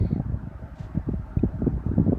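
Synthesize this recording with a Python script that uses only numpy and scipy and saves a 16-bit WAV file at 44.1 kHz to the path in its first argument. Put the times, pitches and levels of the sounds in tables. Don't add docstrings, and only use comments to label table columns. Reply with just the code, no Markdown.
import sys
import numpy as np
from scipy import signal
from scipy.fft import rfft, irfft
from scipy.io import wavfile
from scipy.ndimage import uniform_filter1d

SR = 44100
rng = np.random.default_rng(int(sys.argv[2]) if len(sys.argv) > 2 else 0)


def generate_wav(sig):
    pcm = np.round(np.clip(np.atleast_2d(sig).T, -1, 1) * 32767).astype(np.int16)
    wavfile.write(sys.argv[1], SR, pcm)


N = 96402

# (time [s], main eddy level [dB], nominal length [ms], pitch [Hz], relative flutter [dB])
AIR_BUFFETS = [(0.017, -14.5, 25.7, 100, -27), (0.036, -26.5, 17.2, 173, -10.5),
               (0.054, -21, 16, 212, -9.5), (0.112, -22, 11.3, 215, -12.5), (0.13, -15, 14.2, 162, -20),
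               (0.164, -19.5, 10, 200, -20), (0.18, -25, 8.8, 170, -16.5), (0.202, -16.5, 10.8, 150, -10.5),
               (0.264, -19, 13.3, 115, -28.5), (0.286, -27, 9.6, 109, -22), (0.301, -23.5, 20.8, 131, -18),
               (0.329, -27.5, 23, 100, -24), (0.347, -22, 17.7, 118, -17.5),
               (0.435, -28.5, 15.4, 149, -30.5), (0.477, -22, 12, 126, -21.5), (0.553, -32, 16, 72.4, -32),
               (0.623, -37.5, 15.8, 99, -3), (0.639, -30.5, 22, 100, -13), (0.72, -33, 23, 66.5, -35),
               (0.807, -26, 14.2, 122, -17), (0.827, -30, 26, 62, -37), (0.853, -33.5, 35.5, 111, -22),
               (0.955, -25, 16, 180, -16.5), (0.975, -16.5, 15, 174, -18.5), (0.989, -20, 33.6, 63, -15),
               (1.075, -22, 20.4, 118, -22), (1.091, -19, 13.5, 256, -15), (1.115, -22, 16.8, 140, -28),
               (1.142, -19.5, 12.4, 203, -14), (1.196, -23.5, 18.2, 106.5, -28),
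               (1.373, -11.5, 8.1, 142, -23), (1.402, -23.5, 21.5, 95, -30),
               (1.438, -12.5, 14.6, 242.4, -15.5), (1.454, -20.5, 14, 210, -16),
               (1.467, -22, 46, 54.9, -31), (1.541, -31.5, 31, 155, -21), (1.563, -32.5, 23, 178, -25),
               (1.623, -19.5, 15, 244, -7), (1.645, -27, 9.3, 155, -9), (1.671, -12.5, 10.7, 250, -14.5),
               (1.678, -12.5, 6.8, 245, -15), (1.734, -29.5, 36, 138, -23), (1.768, -23.5, 19, 119, -24),
               (1.866, -18, 9.4, 148, -19), (1.896, -21.5, 26.5, 90, -13), (1.916, -20.5, 10.6, 245, -23),
               (1.984, -11, 12.4, 167, -10), (2.0, -13, 10, 199, -20.5), (2.013, -14.5, 13.5, 156, -24.5),
               (2.066, -17, 8.1, 204, -15), (2.085, -14, 22, 201.4, -10), (2.096, -17.5, 10.5, 259, -29),
               (2.111, -32, 14, 170, -15), (2.123, -13, 6.8, 246, -12.5), (2.131, -15, 10, 267.4, -8),
               (2.155, -23.5, 20, 129, -11), (2.175, -36, 51, 71, -30)]
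# (time [s], deep level [dB], upper level [dB])
GUST_LEVELS = [(0.0, -48.5, -29.5), (0.18, -38.5, -41), (0.33, -33.5, -34.5), (0.47, -48, -47.5),
               (0.61, -52, -46.5), (0.81, -61, -45.5), (1.01, -45, -43), (1.16, -33, -48), (1.3, -45, -47),
               (1.45, -41.5, -45.5), (1.56, -37, -37), (1.7, -29.5, -32), (1.85, -40, -41.5),
               (1.95, -33, -30.5), (2.19, -34, -34.5)]
# (frequency [Hz], relative level [dB])
BLOWER_SPECTRUM = [(25, -23.5), (60, -2), (100, -8.5), (200, -17.5), (450, -33), (600, -16.5), (1000, -23),
                   (1600, -25.5), (2200, -37), (3200, -45.5), (6000, -52.5), (9500, -56.5), (10400, -61),
                   (11300, -57.5), (15300, -60.5)]
# (frequency [Hz], width [Hz], relative level [dB])
DUCT_MODES = [(630.5, 26, 4), (777, 43, -1.5), (885, 39, 3.5), (1364, 15, -4.5), (1525, 42, -10.5),
              (1596, 39, -13.5)]
# (frequency [Hz], width [Hz], relative level [dB])
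WHIRR_MODES = [(2040, 60, 2), (2220, 55, 2.5), (2470, 60, -4), (3300, 500, -5.5), (3840, 200, -3),
               (4240, 45, -1.5), (4370, 35, -4.5), (4570, 120, -5)]
# (frequency [Hz], relative level [dB])
WHIRR_HISS = [(2000, -6), (5500, 1), (9000, -9), (15000, -8)]
# (start [s], rise time [s], level at the crest [dB])
RUSTLE_BRUSHES = [(0.75, 0.015, -63.5), (0.782, 0.016, -58), (0.821, 0.019, -62.5), (.935, 0.02, -70.5)]
# (frequency [Hz], relative level [dB])
RUSTLE_SPECTRUM = [(1500, 3.5), (3000, 1), (5000, -5), (7500, -9), (9000, -19), (14000, -31)]
# (start [s], frequency [Hz], level [dB], length [s])
TICK_BLIPS = [(1.389, 2496, -48, 0.0069), (1.391, 3680, -64, .013)]


def buffets(attack=.61, flutter_hz=(427, 650)):
    out = np.zeros(N)
    for (time, db, ms, hz, flutter_db), draw in zip(AIR_BUFFETS, rng.random((len(AIR_BUFFETS), 12))):
        width = .399 * ms / 1000
        peak = time - .2 * width
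        push_phase = .4 * (draw[0] - .5)
        main = eddy(hz, width, push_phase, glide=-.088 * (1 + draw[1]), attack=attack)
        slow = eddy(.48 * hz, 1.43 * width, draw[3])
        fast = eddy(1.53 * hz, .61 * width, draw[5], attack=attack)
        add(out, peak, amp(db) * main)
        add(out, peak + width * (draw[2] + .25), amp(db - 7) * slow)
        add(out, peak + width * (draw[4] - .6), amp(db - 5.5) * fast)
        for (jitter, pitch, phase), lag, step_db in zip(draw[6:].reshape(2, 3), (-.5, .4), (0, -4)):
            f = flutter_hz[0] * (flutter_hz[1] / flutter_hz[0]) ** pitch
            flutter = eddy(f, .76 / f, phase, attack=attack)
            add(out, peak + width * (lag + .4 * jitter), amp(db + flutter_db + step_db) * flutter)
    return out


def eddy(hz, width_s, phase_turns, glide=0., attack=1.):
    t = np.arange(-4 * width_s, 4 * width_s, 1 / SR)
    bell = np.exp(-.5 * (t / width_s / np.where(t < 0, attack, 1)) ** 2)
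    turns = hz * t * (1 + glide * np.tanh(t / width_s)) + phase_turns
    pressure = bell * np.cos(2 * np.pi * turns)
    return pressure - bell * pressure.sum() / bell.sum()


def small_eddies(band_hz, gust_column, per_second=270, spread_db=4.5, tilt_db_per_octave=1):
    strength = amp(spread_db * np.minimum(rng.exponential(1, N), 1.9))
    arrivals = strength * (rng.random(N) < per_second / SR)
    kind, stream = rng.integers(0, 16, N), np.zeros(N)
    for k, hz in enumerate(np.geomspace(*band_hz, 16)):
        pulse = amp(tilt_db_per_octave * np.log2(hz / band_hz[0])) * eddy(hz, .45 / hz, rng.random())
        stream += signal.oaconvolve(arrivals * (kind == k), pulse, "same")
    gusts = np.array(GUST_LEVELS)
    gust_db = np.interp(np.arange(N) / SR, gusts[:, 0], gusts[:, gust_column])
    return amp(gust_db) * unit_rms(stream)


def engine_idle(hz=58.65, width_hz=8.8, db=-41):
    return amp(db) * resonances([(hz, width_hz, 0)])


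def blower(swell_db=1.5, swell_start_s=.53, swell_s=.12):
    hiss = amp(-46.5) * coloured_noise(BLOWER_SPECTRUM, drift_db=4)
    ducts = amp(-56.5) * resonances(DUCT_MODES)
    progress = np.clip((np.arange(N) / SR - swell_start_s) / swell_s, 0, 1)
    return amp(swell_db * (progress - 1)) * (hiss + ducts)


def whirr(end_s=.21):
    fade = np.maximum(1 - (np.arange(N) / SR / end_s) ** 2, 0)
    return fade * (amp(-60.5) * resonances(WHIRR_MODES) + amp(-74.5) * coloured_noise(WHIRR_HISS))


def rustle():
    envelope = sum(amp(db) * burst(start, rise) for start, rise, db in RUSTLE_BRUSHES)
    return envelope * coloured_noise(RUSTLE_SPECTRUM, drift_db=1.5)


def tick():
    t, blips = np.arange(N) / SR, np.zeros(N)
    for start, hz, db, length in TICK_BLIPS:
        progress = np.clip((t - start) / length, 0, 1)
        envelope = np.sin(np.pi * progress ** .7) ** .6
        blips += amp(db) * envelope * np.sin(2 * np.pi * hz * t)
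    snap = amp(-64) * burst(start_s=1.392, rise_s=.002) * coloured_noise(RUSTLE_SPECTRUM)
    return blips + snap


def coloured_noise(spectrum, drift_db=0., drift_corner_hz=2570):
    frames, frame_hz = N // 256 + 5, np.fft.rfftfreq(1024, 1 / SR)
    real, imag, patches = rng.standard_normal((frames, 513, 3)).T
    patches = unit_rms(uniform_filter1d(uniform_filter1d(patches, 8, axis=0), 12, axis=1))
    drift = amp(drift_db * patches / (1 + (frame_hz[:, None] / drift_corner_hz) ** 2))
    noise = signal.istft((real + 1j * imag) * drift, nperseg=1024, noverlap=768)[1][:N]
    hz, db = np.transpose(spectrum)
    gain = amp(np.interp(np.log(np.fft.rfftfreq(N, 1 / SR) + 1), np.log(hz), db))
    return unit_rms(irfft(rfft(noise) * gain, N))


def resonances(modes):
    hz = np.fft.rfftfreq(N, 1 / SR)
    gain = sum(amp(db) / np.sqrt(width) / (1 + ((hz - f) / (width / 2)) ** 2) for f, width, db in modes)
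    return unit_rms(irfft(rfft(rng.standard_normal(N)) * gain, N))


def burst(start_s, rise_s):
    age = np.maximum(np.arange(N) / SR - start_s, 0) / rise_s
    return age * np.exp(1 - age)


def amp(db):
    return 10 ** (np.asarray(db) / 20)


def unit_rms(x):
    return x / np.sqrt(np.mean(x ** 2) + 1e-20)


def add(mix, centre_s, sound):
    at = round(centre_s * SR) - len(sound) // 2 + np.arange(len(sound))
    inside = (at >= 0) & (at < N)
    mix[at[inside]] += sound[inside]


def scene():
    air = buffets()
    air += small_eddies(band_hz=(46.5, 100), gust_column=1)
    air += small_eddies(band_hz=(100, 334), gust_column=2)
    air = signal.sosfilt(signal.butter(3, 1380, fs=SR, output="sos"), air)
    return (air + engine_idle() + blower() + whirr() + rustle() + tick())[None]


def record(dry, bass_hz=43, top_hz=15330, fade_s=.004):
    x = signal.sosfilt(signal.butter(3, bass_hz, "high", fs=SR, output="sos"), dry)
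    fade = np.minimum(np.arange(N)[::-1] / (fade_s * SR), 1)
    band_limit = signal.firwin(1501, top_hz, window=("kaiser", 9), fs=SR)
    return signal.oaconvolve(x * fade, band_limit[None], "same")


dry = scene()
out = record(dry)
generate_wav(out)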